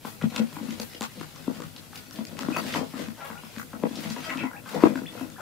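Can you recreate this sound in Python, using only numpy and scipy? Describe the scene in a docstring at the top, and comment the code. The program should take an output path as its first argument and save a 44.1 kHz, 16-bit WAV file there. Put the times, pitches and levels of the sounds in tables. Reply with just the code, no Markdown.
"""Small birds on a hollow board

Small ground birds crowd over grain on a thin board laid across a hollow in dry earth, left of the microphone.
Feet and beaks knock the board into decaying modes; beaks tick on grain as filtered bursts with bright grainy tails.
Claws shuffle and feathers rustle as random grains; peeps and clucks glide, and short rough tones stutter.
Eight sharp echoes on each side follow within 40 ms, over an outdoor hush and hiss."""
import sys
import numpy as np
from scipy import signal
from scipy.fft import rfft, irfft, next_fast_len
from scipy.io import wavfile
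from scipy.ndimage import uniform_filter1d

SR = 44100
rng = np.random.default_rng(int(sys.argv[2]) if len(sys.argv) > 2 else 0)


def persist_wave(psi):
    """Save psi, clipped to +-1, as 16-bit WAV."""
    counts = np.round(np.clip(psi, -1, 1) * 32767).astype(np.int16)
    wavfile.write(sys.argv[1], SR, np.atleast_2d(counts).T)


N = 238575


def undb(db):
    """Decibels to gain."""
    return 10 ** (np.asarray(db) / 20)


def unit(x):
    """Scale to rms 1."""
    return x / np.sqrt(np.mean(x ** 2))


def colour(x, points):
    """Shape a sound by (Hz, dB) points joined on a log-frequency axis."""
    hz, db = np.transpose(points)
    size = next_fast_len(N)
    bins = np.maximum(np.arange(size // 2 + 1) * SR / size, 1)
    curve_db = np.interp(np.log(bins), np.log(np.maximum(hz, 1)), db)
    return irfft(rfft(x, size) * undb(curve_db), size)[:N]


def add(track, s, sound):
    """Mix a short sound in at time s."""
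    i = round(s * SR)
    track[i:i + len(sound)] += sound[:N - i]


def grains(per_s, scatter_db):
    """Random clicks of random sign and uneven size, rms 1."""
    hit = rng.random(N) < per_s / SR
    sign = np.sign(rng.standard_normal(N))
    return unit(hit * sign * undb(scatter_db * rng.standard_normal(N)))


PATCHY_DB = 4  # rms swing of a band


def patchy(x):
    """Narrow bands swell and sink on their own every few hundredths of a second."""
    spectra = signal.stft(x, nperseg=512)[2]
    over_time = uniform_filter1d(rng.standard_normal(spectra.shape), size=3, axis=-1)
    patches = uniform_filter1d(over_time, size=2, axis=-2)
    return signal.istft(spectra * undb(PATCHY_DB * unit(patches)), nperseg=512)[1][..., :N]


HISS_DB = -55.42  # rms, before the bass and top cuts


def hiss():
    """Separate hiss in each channel: differenced noise, so brighter than white, with uneven bands."""
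    return undb(HISS_DB) * unit(patchy(np.diff(rng.standard_normal((2, N + 1)))))


# tone of the open air around the board: pitch_hz, level_db (relative)
FIELD = [(15, -57), (25, 23), (53, 15), (134, 16), (242, 5), (373, 0.5), (714, -7), (1020, -20),
         (1740, -47), (2550, -14), (13600, -14.5), (14800, -69), (16000, -60)]
FIELD_DB = -48  # rms at the board, before the left and right colouring


def field():
    """Steady outdoor hush: shaped noise."""
    return undb(FIELD_DB) * unit(colour(rng.standard_normal(N), FIELD))


# bright grainy tails, many of them after ticks: start_s, fade_s, level_db
BRIGHT_TAILS = [(.05, 0.082, -48.5), (0.361, .03, -55), (.535, 0.036, -50), (.8, 0.072, -47.5),
                (1.008, 0.036, -46), (1.94, 0.036, -49), (2.13, .03, -51), (2.39, .02, -49),
                (2.56, 0.042, -44), (3.245, .04, -48), (3.585, 0.033, -45.5), (4.004, 0.018, -45),
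                (4.69, 0.035, -50), (5.19, .04, -51)]


def bright_tails(low_hz=7700.0, rise_s=0.0033):
    """Fine grains above 7.7 kHz that start almost at once and fade away."""
    t, gain = np.arange(SR // 4) / SR, np.zeros(N)
    for s, fade_s, db in BRIGHT_TAILS:
        add(gain, s, undb(db) * np.minimum(t / rise_s, 1) * np.exp(-t / fade_s))
    bright = signal.butter(2, low_hz, "highpass", fs=SR, output="sos")
    return gain * unit(signal.sosfilt(bright, grains(4000., 5.3)))


FLUTTER_S, FLUTTER_DB = 0.034, 3  # smoothing time, rms swing


def flutter():
    """Gain that wavers at random, as feathers brush unevenly."""
    size = int(FLUTTER_S * SR)
    slow = uniform_filter1d(uniform_filter1d(rng.standard_normal(N), size), size)
    return undb(FLUTTER_DB * unit(slow))


# tone of brushing feathers: pitch_hz, level_db (relative, per Hz)
FEATHER = [(1500, 6), (3000, 4.5), (4500, 2), (6500, -3), (10000, -7.5), (15500, -11)]


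def feathers():
    """Rustle: dense shaped grains, patchy in pitch and fluttering in strength."""
    return flutter() * unit(patchy(colour(grains(2500., 4.5), FEATHER)))


# clucks close to the board: start_s, length_s, start_hz, end_hz, level_db,
# throat_hz, throat_width_octaves, odd_overtones_db
CLUCKS = [(3.202, 0.031, 166.4, 167, -33, 1180, 1.16, -15), (3.244, 0.027, 278, 278, -29.5, 885, 1.3, -7),
          (4.239, 0.065, 642, 650, -39, 1410, 1.3, -1)]


def clucks(jitter=.008, stutter=.4):
    """Short voiced notes: overtones through a broad throat resonance, quick to start and a little hoarse."""
    out = np.zeros(N)
    chances = rng.standard_normal((len(CLUCKS), SR // 8))
    for (s, length, start_hz, end_hz, db, throat_hz, octaves, odd_db), chance in zip(CLUCKS, chances):
        part = np.linspace(0, 1, int(length * SR))
        hz = start_hz + (end_hz - start_hz) * part
        hz = hz * (1 + jitter * unit(uniform_filter1d(chance, size=200))[:len(part)])
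        rough = 1 + stutter * unit(uniform_filter1d(chance[::-1], size=100))[:len(part)]
        k = np.arange(1, int(4200 / start_hz))[:, None]  # overtone numbers
        throat = np.exp(-(np.log2(k * start_hz / throat_hz) / octaves) ** 2)
        gain = throat * undb(odd_db * (k % 2))
        tone = np.sum(gain * np.sin(2 * np.pi * k * np.cumsum(hz) / SR), axis=0)
        swell = np.minimum(part / 0.087, 1) * np.sqrt(1 - part)
        add(out, s, undb(db) * swell * rough * tone / np.max(np.abs(tone)))
    return out


# peeps: start_s, slide_s, hold_s, start_hz, top_hz, last_hz, level_db
PEEPS = [(0.896, .008, .006, 3600, 5600, 5300, -52), (0.912, .008, .014, 4700, 5500, 3400, -54),
         (0.95, .01, .015, 4700, 5000, 4800, -57), (2.06, .01, .03, 4250, 4500, 4350, -58),
         (2.526, 0.008, 0.008, 2480, 2540, 2540, -39), (2.546, .002, .004, 2570, 2600, 2590, -31),
         (2.574, 0.004, 0.008, 4650, 4600, 4600, -40), (3.354, 0.003, 0.014, 1400, 1420, 1440, -45),
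         (3.46, 0.006, .008, 4700, 5100, 5000, -54), (3.371, 0.011, 0.009, 1500, 2880, 2820, -48),
         (4.533, 0.005, 0.024, 1580, 1617, 1630, -46), (4.557, 0.013, 0.008, 1630, 2700, 2600, -45),
         (4.875, 0.0035, 0.0072, 2300, 2450, 2450, -41.5), (5.056, 0.013, 0.016, 1550, 3480, 3420, -43),
         (5.36, 0.011, 0.012, 1150, 1850, 1400, -46)]


def peeps(waver=0.4, wobble=0.01, waver_s=0.003):
    """Short whistles, most sliding up fast and swelling, then holding or sagging; strength and pitch waver."""
    out = np.zeros(N)
    chances = rng.standard_normal((len(PEEPS), SR // 8))
    for (s, slide_s, hold_s, start_hz, top_hz, last_hz, db), chance in zip(PEEPS, chances):
        t = np.arange(int((slide_s + hold_s) * SR)) / SR
        turns_s = [0, slide_s, slide_s + hold_s]
        path_hz = np.interp(t, turns_s, [start_hz, top_hz, last_hz])
        hz = uniform_filter1d(path_hz, size=150, mode="nearest")  # rounds the corner
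        hz = hz * (1 + wobble * unit(uniform_filter1d(chance[::-1], size=130))[:len(t)])
        swell = np.interp(t, turns_s, [.1, 1, 0]) ** 0.11
        rough = 1 + waver * unit(uniform_filter1d(chance, int(waver_s * SR)))[:len(t)]
        add(out, s, undb(db) * swell * rough * np.sin(2 * np.pi * np.cumsum(hz) / SR))
    return out


# short rough tones (squeaks, rings of ticks and knocks, strong overtones of clucks):
# start_s, length_s, start_hz, end_hz, level_db
ROUGH_TONES = [(2.56, 0.02, 1323, 1310, -30), (3.176, 0.031, 900, 885, -45), (3.179, 0.034, 638, 634, -44),
               (3.206, 0.032, 850, 810, -38), (3.177, .03, 1525, 1510, -47),
               (3.207, 0.023, 1347, 1380, -37), (4.293, 0.025, 1993, 1975, -30),
               (4.292, 0.021, 2335, 2310, -35), (4.292, .025, 2680, 2600, -42),
               (4.296, .02, 1700, 1705, -34), (4.835, 0.011, 1020, 984, -23), (4.265, 0.056, 642, 604, -36),
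               (4.3, 0.043, 1084, 1024, -34.5), (4.367, 0.051, 2543, 2554, -34.5),
               (4.385, 0.052, 2676, 2600, -37.5), (4.4, 0.036, 2336, 2234, -37),
               (4.438, 0.046, 2200, 1970, -43), (4.441, 0.042, 2550, 2430, -47),
               (4.433, 0.058, 995, 1014, -37.5), (4.547, 0.024, 796, 820, -42.5),
               (4.653, 0.027, 1560, 1555, -43), (5.383, 0.026, 1390, 1380, -41.5)]


def rough_tones(stutter_s=0.0024):
    """Sliding tones whose strength stutters at random, so that they sound rough."""
    out = np.zeros(N)
    chances = rng.standard_normal((len(ROUGH_TONES), SR // 8))
    for (s, length, start_hz, end_hz, db), chance in zip(ROUGH_TONES, chances):
        part = np.linspace(0, 1, int(length * SR))
        stutter = 0.55 + 0.45 * unit(uniform_filter1d(chance, int(stutter_s * SR)))[:len(part)]
        hz = start_hz + (end_hz - start_hz) * part
        tone = np.sin(2 * np.pi * np.cumsum(hz) / SR)
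        swell = np.sqrt(np.sin(np.pi * part).clip(0))
        add(out, s, undb(db) * swell * stutter * tone)
    return out


# modes of the thin board over the hollow: pitch_hz, level_db (relative), t60_s (ringing freely)
BOARD = [(87, -6, 0.14), (157.6, -3.5, 0.19), (230.6, 0, 0.15), (266.2, 8, 0.13), (313.8, 10.5, 0.08),
         (377.5, 15, 0.038), (458.7, 0.5, 0.063), (501.8, 3.5, 0.059), (557.4, -12, 0.14),
         (665, -33, 0.089), (713, -5.5, 0.049), (863, -10.5, 0.059), (973, -1.5, 0.046), (1032, -10, 0.058),
         (1384, -1, 0.013), (1474, 7.5, 0.0019), (1600, -18.5, 0.052), (1930, -9.5, 0.022),
         (2220, -39, 0.012), (2615, -15, 0.02), (3220, -15, 0.011)]
MIDDLE_HZ, UPPER_HZ = 420, 600  # where the board's middle and upper modes begin


def ring(gain, share, push_s):
    """Decaying modes build up in push_s at 250 Hz, the higher ones sooner; share scales the decay; peak 1."""
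    hz, db, t60 = np.transpose(BOARD)[:, :, None]
    t = np.arange(SR // 9) / SR
    rise = np.sin(np.pi / 2 * np.minimum(t * hz / (250 * push_s), 1)) ** 2
    decay = np.exp(-np.log(1000) * t / (t60 * share))
    wave = gain @ (undb(db) * rise * np.sin(2 * np.pi * hz * t) * decay)
    return wave / np.max(np.abs(wave))


def scatter(start, hz, cycles, size):
    """One damped little ring per grain; cycles is its sharpness (Q)."""
    out = np.zeros(N)
    for i, f, g in zip(start, hz, size):
        turns = np.arange(int(2 * cycles * SR / f)) * f / SR
        add(out, i / SR, g * np.exp(-np.pi * turns / cycles) * np.sin(2 * np.pi * turns))
    return out


CLAW_CYCLES, CLAW_SPREAD_OCTAVES = 9, .5


def claws(centre_hz, per_s=750.):
    """Scraping: each grain rings near the board mode closest to a pitch drawn round a wandering centre."""
    start = np.flatnonzero(rng.random(N) < per_s / SR)
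    pitch_chance, size_chance, detune_chance = rng.standard_normal((len(start), 3)).T
    mode_hz = np.array(BOARD)[:, 0]
    wish_hz = centre_hz[start] * 2 ** (CLAW_SPREAD_OCTAVES * pitch_chance)
    nearest = np.argmin(np.abs(np.log(wish_hz[:, None] / mode_hz)), axis=1)
    hz = mode_hz[nearest] * (1 + 0.0068 * detune_chance)
    size = undb(4 * size_chance) * np.sqrt(hz / centre_hz[start])
    return unit(scatter(start, hz, CLAW_CYCLES, size))


# a bird shuffles on the board: peak_s, fade_s, feet_db, claws_db, feathers_db, claw_pitch_hz
# (levels relative to BUSTLE_DB, as are the still levels below)
SHUFFLES = [(0.067, 0.02, -55, -61, -39, 870), (0.27, 0.02, -46, -58, -69, 844),
            (0.366, 0.035, -26, -29, -34, 1257), (0.6, 0.079, -31, -69, -52, 865),
            (0.71, 0.12, -41, -67, -40.5, 1020), (0.801, 0.0083, -54, -73, -36.5, 720),
            (0.93, 0.14, -68, -93, -47.5, 935), (1.189, 0.067, -37, -70, -43.5, 990),
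            (1.369, 0.033, -37, -71, -43, 1330), (1.49, 0.03, -32, -44.5, -72, 710),
            (1.55, 0.084, -37, -47.5, -41, 1150), (1.775, 0.019, -42.5, -45, -45, 1430),
            (1.961, 0.056, -42.5, -61.5, -45, 1160), (2.16, 0.064, -36, -72, -44, 800),
            (2.29, 0.22, -37.5, -55, -57.5, 794), (2.43, 0.11, -29, -47.5, -39.5, 980),
            (2.542, 0.079, -26, -35.5, -36, 1320), (2.63, 0.063, -29.5, -63, -49, 1010),
            (2.68, 0.033, -47, -36.5, -33, 1840), (2.738, 0.06, -25, -40, -31.5, 1555),
            (2.799, 0.034, -29, -28.5, -68, 676), (2.996, 0.071, -31, -40, -38, 1570),
            (3.297, 0.097, -57, -43, -48.5, 803), (3.58, 0.076, -37, -47, -45.5, 1460),
            (3.832, 0.11, -31.5, -46, -63, 690), (4.038, 0.034, -27.5, -49, -35, 1330),
            (3.969, 0.1, -35, -48, -38, 830), (4.108, 0.017, -50, -57, -30.5, 1310),
            (4.245, 0.033, -49, -44.5, -38, 1800), (4.16, 0.088, -35, -67, -39, 900),
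            (4.309, 0.084, -31.5, -33.5, -64, 1310), (4.411, 0.038, -25, -32, -64, 1510),
            (4.52, 0.049, -38.5, -40.5, -71, 1022), (4.681, 0.06, -35.5, -46, -44, 1400),
            (4.751, 0.032, -22, -28, -36.5, 786), (4.825, 0.055, -33, -28.5, -34.5, 980),
            (4.89, 0.033, -23.5, -42.5, -60, 880), (4.97, 0.064, -29.5, -49, -43, 980),
            (5.173, 0.078, -30.5, -40.5, -40.5, 1030), (5.41, 0.017, -56, -33.5, -42, 716)]
# steady rustle under the shuffles, which dips briefly: time_s, level_db (relative to BUSTLE_DB)
RUSTLE = [(0, -46.5), (1.3, -51), (3.4, -49.5), (4.4, -45), (4.47, -54), (4.62, -58), (4.7, -52),
          (5.41, -52)]
SWELL_SHARE = 0.69  # a shuffle swells in this share of its fade time
STILL_FEET_DB, STILL_CLAW_DB = -50.5, -60  # between shuffles


def shuffles():
    """Each shuffle swells and fades; gains of feet, claws and feathers, and a pitch led by the loudest claws."""
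    t = np.arange(0, N, 32) / SR
    s, fade_s, feet_db, claw_db, feather_db, claw_hz = np.transpose(SHUFFLES)[:, :, None]
    power = np.exp(-2 * np.where(t > s, t - s, (s - t) / SWELL_SHARE) / fade_s)

    def gain(db, still_db):
        """Powers of all shuffles and the still level, summed."""
        return np.sqrt(np.sum(undb(db) ** 2 * power, axis=0) + undb(still_db) ** 2)

    weight = undb(claw_db) ** 2 * power
    controls = (gain(feet_db, STILL_FEET_DB),
                gain(claw_db, STILL_CLAW_DB),
                gain(feather_db, np.interp(t, *np.transpose(RUSTLE))),
                np.sum(weight * claw_hz, axis=0) / np.sum(weight, axis=0))
    return [np.interp(np.arange(N) / SR, t, control) for control in controls]


BUSTLE_DB = -8.0  # added to every shuffle and rustle level


def bustle(wide_db=-4):
    """Many small steps ring the board and claws scrape, at one spot; feathers also rustle apart left and right."""
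    feet_gain, claw_gain, feather_gain, claw_hz = shuffles()
    below_upper = 1. * (np.array(BOARD)[:, 0] < UPPER_HZ)
    board = ring(below_upper, 0.51, 0.01)
    steps = grains(150., 5.5)
    feet = signal.fftconvolve(feet_gain * steps, board)[:N] / np.sqrt(np.sum(board ** 2))
    centre, left, right = (feather_gain * feathers() for _ in range(3))
    spot = feet + claw_gain * claws(claw_hz) + centre
    return undb(BUSTLE_DB) * (spot + undb(wide_db) * np.array([left, right]))


# beak and claw ticks: start_s, level_db, centre_hz, crack_db (relative to the tick), length_s (0.02 at most)
TICKS = [(0.054, -29.5, 980, -9, 0.0022), (0.213, -29.5, 1390, -33, 0.011),
         (0.223, -32.5, 2650, -12, 0.0045), (0.322, -37, 835, -19, 0.0056),
         (0.361, -34.5, 1450, 11.5, 0.0012), (0.3626, -22.5, 2670, 4.5, 0.0033),
         (0.529, -41, 1280, 8.5, 0.01), (0.567, -35, 950, -4.5, 0.0017), (0.707, -34, 2630, 2, 0.0072),
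         (0.799, -22.5, 4300, -22, 0.002), (0.948, -34, 3000, -15, 0.0041), (1.0093, -28, 970, 6, 0.023),
         (1.0205, -26.5, 980, 6, 0.0026), (1.029, -27, 1000, 4, 0.003), (1.035, -28.5, 3000, -15, 0.0028),
         (1.198, -33.5, 2600, -7, 0.0022), (1.2112, -29, 1010, -6, 0.0027), (1.36, -41, 1130, 5, 0.0068),
         (1.6034, -33.5, 1280, 1, 0.0027), (1.62, -35.5, 1300, 6, 0.0056), (1.763, -32, 3560, -23, 0.0051),
         (1.931, -35, 1050, -10, 0.0038), (1.957, -33.5, 3700, 0, 0.0056), (2.11, -40, 1020, 9, 0.0043),
         (2.159, -39, 3300, 2, .006), (2.252, -41.5, 2580, 13, 0.0067), (2.369, -36, 2010, -9, 0.0023),
         (2.391, -30, 935, 9, 0.004), (2.4325, -25, 1250, -8, 0.002), (2.452, -33, 1150, -8, .002),
         (2.4855, -29, 1050, -13, 0.0018), (2.5643, -16.5, 1180, -20, 0.0015),
         (2.5688, -18.5, 1260, -7, 0.0019), (2.599, -33, 2940, -12, 0.0026), (2.634, -37, 1150, -6, .002),
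         (2.669, -39, 1970, -17, 0.0059), (2.705, -32, 1760, -10, 0.004), (2.724, -32, 3680, -25, 0.01),
         (2.7335, -31, 3570, -20, .003), (2.7378, -20.5, 1910, -25, 0.0072), (2.749, -20, 870, -31, 0.0019),
         (2.936, -35, 1090, -17, 0.018), (3.085, -34.5, 1330, 0, 0.0026), (3.175, -45, 865, -11, 0.0055),
         (3.211, -42, 2800, -20, 0.0089), (3.264, -36, 1050, -20, 0.0058), (3.255, -38, 2590, -20, .012),
         (3.282, -34.5, 880, -20, 0.0053), (3.302, -29, 1100, -25, .0012), (3.3125, -29, 1200, -25, .0012),
         (3.354, -38.5, 895, -20, 0.0056), (3.436, -39.5, 1400, -9, 0.0029), (3.544, -44, 2500, -3, .001),
         (3.555, -47, 4500, -9, .001), (3.564, -29.5, 1480, -8, 0.00066), (3.5835, -30, 1410, -3, 0.0014),
         (3.5973, -28, 1330, -5, 0.0023), (3.731, -32, 1060, -23, 0.0078), (3.825, -37, 1020, -35, 0.0093),
         (3.955, -33.5, 4260, -6, 0.013), (4.006, -39, 1990, 6, .002), (4.016, -49, 4000, -6, 0.0018),
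         (4.038, -32.5, 1820, -9, 0.0064), (4.101, -31, 4220, -12, 0.0063), (4.163, -27, 980, -7, 0.0059),
         (4.292, -32, 2300, -30, 0.003), (4.302, -23, 2100, -30, .005), (4.349, -27, 1300, -18, 0.0015),
         (4.373, -28, 2500, -18, .002), (4.381, -28, 2550, -18, .002), (4.395, -37, 2400, -25, 0.007),
         (4.4345, -29, 940, -25, 0.0052), (4.533, -36, 1200, -26, 0.002), (4.659, -37.5, 980, -20, 0.011),
         (4.69, -39, 2980, 1, 0.011), (4.748, -42, 890, -23, 0.012), (4.836, -32, 1000, -30, 0.003),
         (4.956, -26, 1490, -13, 0.0018), (5.301, -43.5, 1970, 8, 0.0047), (5.382, -36, 860, -18, 0.018),
         (5.393, -37, 640, -35, .015)]
TICK_SHARPNESS, TICK_RISE_S = 1.16, .0005  # Q of the resonance, rise of the burst
STRIKE_SIZE, STRIKE_S = 7, .004  # clean strike, and the tick length over which it fades


def ticks(crack_s=0.0006):
    """Grit through a resonance, short bursts led by a clean strike, with the brief bright crack of a grain."""
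    out, t = np.zeros(N), np.arange(SR // 16) / SR
    crack_band = signal.butter(2, [2600, 6800], "bandpass", fs=SR, output="sos")
    grits = rng.standard_normal((len(TICKS), len(t)))
    for (s, db, hz, crack_db, length), grit in zip(TICKS, grits):
        burst = grit * np.exp(-t / np.clip(length, .0005, .02)) * np.minimum(t / TICK_RISE_S, 1)
        burst[10] = STRIKE_SIZE * np.exp(-(length / STRIKE_S) ** 2)
        peak = signal.iirpeak(hz, TICK_SHARPNESS, SR)
        resonant = signal.lfilter(*peak, signal.lfilter(*peak, burst))
        body = resonant + undb(-23) * uniform_filter1d(burst, size=4)  # a little unresonated grit
        crack = signal.sosfilt(crack_band, grit * np.exp(-(t / crack_s) ** 2))
        tick = body / np.max(np.abs(body)) + undb(crack_db) * crack / np.max(np.abs(crack))
        add(out, s, undb(db) * tick)
    return out


# knocks on the board: start_s, level_db (peak), favoured_pitch_hz, middle_modes_db, upper_modes_db,
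# ring_share (of the free decay, 0.2 at least)
KNOCKS = [(0.049, -25.5, 236, -8.5, 2.5, 0.33), (0.217, -27.5, 153, -12, -11, 0.77),
          (0.238, -14, 212.2, -29, -33, 0.41), (0.317, -32.5, 221, -16, -30, 0.4),
          (0.396, -14.5, 222, -15, -29, 0.83), (0.525, -40, 163, -24, -6, 1),
          (0.567, -28, 246.6, -28, -2.5, 0.71), (0.61, -25.5, 242, -30, -19, 0.9),
          (0.685, -25.5, 238.6, -29, -22, 1), (0.721, -36, 304, -22, -27, 1),
          (0.797, -26.5, 229, -7.5, -5.5, 0.74), (0.945, -37, 320, 4, -12, 0.73),
          (1.0083, -25, 237.7, -10, -5, 0.76), (1.211, -29, 304, -35, -27, 0.22),
          (1.478, -15, 264, -7, -12, 0.33), (1.599, -28.5, 290, -1, -6, 0.79),
          (1.64, -34.5, 158, -18, -23, 0.33), (2.187, -24, 237, -47, -10, 0.54),
          (2.312, -34, 239, -36, -14, .99), (2.387, -27.5, 204, -22, -12.5, 1),
          (2.485, -15, 264, -34, -1, 0.17), (2.569, -19.5, 307, -21, 17, 0.44),
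          (2.757, -18, 262, -1, 11, 0.96), (2.81, -21.5, 263, 1, -16, 1), (2.937, -27, 247, -14.5, -26, 1),
          (2.989, -27.5, 294, -23, -24, 1), (3.082, -27, 230, -21, -22, 0.36),
          (3.301, -33, 209.6, -16.5, -24, 0.62), (3.434, -36.5, 226, -16, -4, 0.39),
          (3.57, -29.5, 229, -14.5, -17, 0.47), (3.735, -31, 218, -14.5, -25, 0.48),
          (3.835, -12, 244, -4, -5, 0.54), (3.91, -27.5, 243, -35, -12, 0.61),
          (3.985, -28, 245, -9, -14, 0.57), (4.056, -29, 220, -23, -11, 0.41),
          (4.105, -26, 220, -27, -18, 0.57), (4.163, -25, 270, 3, 10, 1), (4.355, -24, 256, -34, -4, 0.81),
          (4.4332, -18.5, 270, -8, -4, 1), (4.714, -37, 214, -13, -28, 0.73), (4.745, -22, 455, 5, -16, 1),
          (4.826, -21.5, 279, 11, 13, 0.81), (4.8355, 0, 327.3, -55, -4, 0.39),
          (4.919, -33, 228, -3, -2, 0.52), (4.955, -21, 263, -35, -6, 0.82),
          (5.016, -27.5, 286, -38, -5.5, 0.89), (5.15, -34, 222, -3, -8, 0.85),
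          (5.21, -23, 280, -25, -7, 1)]
CONTACT_S = 0.0059  # build-up of a 250 Hz mode


def knocks(reach_octaves=0.12):
    """The place of a blow favours the low modes near one pitch; a hard contact wakes the higher ones."""
    out, mode_hz = np.zeros(N), np.array(BOARD)[:, 0]
    chance = rng.standard_normal((len(KNOCKS), len(BOARD)))
    for (s, db, hz, middle_db, upper_db, share), place in zip(KNOCKS, chance):
        low = 0.074 + np.exp(-(np.log2(mode_hz / hz) / reach_octaves) ** 2)
        upper = undb(upper_db + 2.5 * place)
        middle_or_upper = np.where(mode_hz < UPPER_HZ, undb(middle_db), upper)
        gain = np.where(mode_hz < MIDDLE_HZ, low, middle_or_upper)
        add(out, s, undb(db) * ring(gain, np.clip(share, .2, 2), CONTACT_S))
    return out


# tone of every echo: pitch_hz, level_db
ECHO_TONE = [(250, -2.5), (1500, 0)]


def echoes(x, table):
    """The sound plus its delayed copies, a little thinner in the bass, some of them inverted."""
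    out, thin = x.copy(), colour(x, ECHO_TONE)
    for ms, gain in table:
        add(out, ms / 1000, gain * thin)
    return out


# echoes reaching the left and the right: delay_ms, gain (signed)
ECHO_LEFT = [(15.01, -.33), (16.51, -.31), (18.32, .5), (19.82, .52), (21.32, -.31), (30.68, .39),
             (32.18, .43), (33.67, -.26)]
ECHO_RIGHT = [(15.01, .36), (16.51, .46), (18.0, -.33), (21.32, .41), (26.05, .48), (30.68, -.3),
              (35.87, -.27), (37.37, -.28)]
# how far the left leads, the board lying left of the microphone: pitch_hz, left_minus_right_db
LEFT_LEAD = [(60, 18), (110, 4), (200, 9), (380, 8.5), (700, 8), (1290, 6), (2380, 4), (4400, 1.5),
             (8120, 2), (15000, -0.5)]


def scene():
    """Mostly one spot of sound; the right side hears less bass."""
    near = field() + bright_tails() + clucks() + peeps() + rough_tones() + bustle() + ticks() + knocks()
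    lead = np.array(LEFT_LEAD)
    # a quarter of the lead lifts the left, the rest lowers the right; both gain 1 dB
    left = colour(echoes(near[0], ECHO_LEFT), lead * [1, .25] + [0, 1.0])
    right = colour(echoes(near[1], ECHO_RIGHT), lead * [1, -.75] + [0, 1.0])
    return np.array([left, right])


LOW_CUT_HZ, TOP_HZ = 129.5, 15600


def record(dry):
    """Each channel hisses on its own; the bass is cut, peaks beyond 0.98 clip, the top is cut steeply."""
    low_cut = signal.butter(2, LOW_CUT_HZ, "highpass", fs=SR, output="sos")
    lean = signal.sosfilt(low_cut, dry + hiss())
    top_cut = signal.ellip(10, .2, 80, TOP_HZ, fs=SR, output="sos")
    return signal.sosfilt(top_cut, np.clip(lean, -.98, .98))


dry = scene()
out = record(dry)
persist_wave(out)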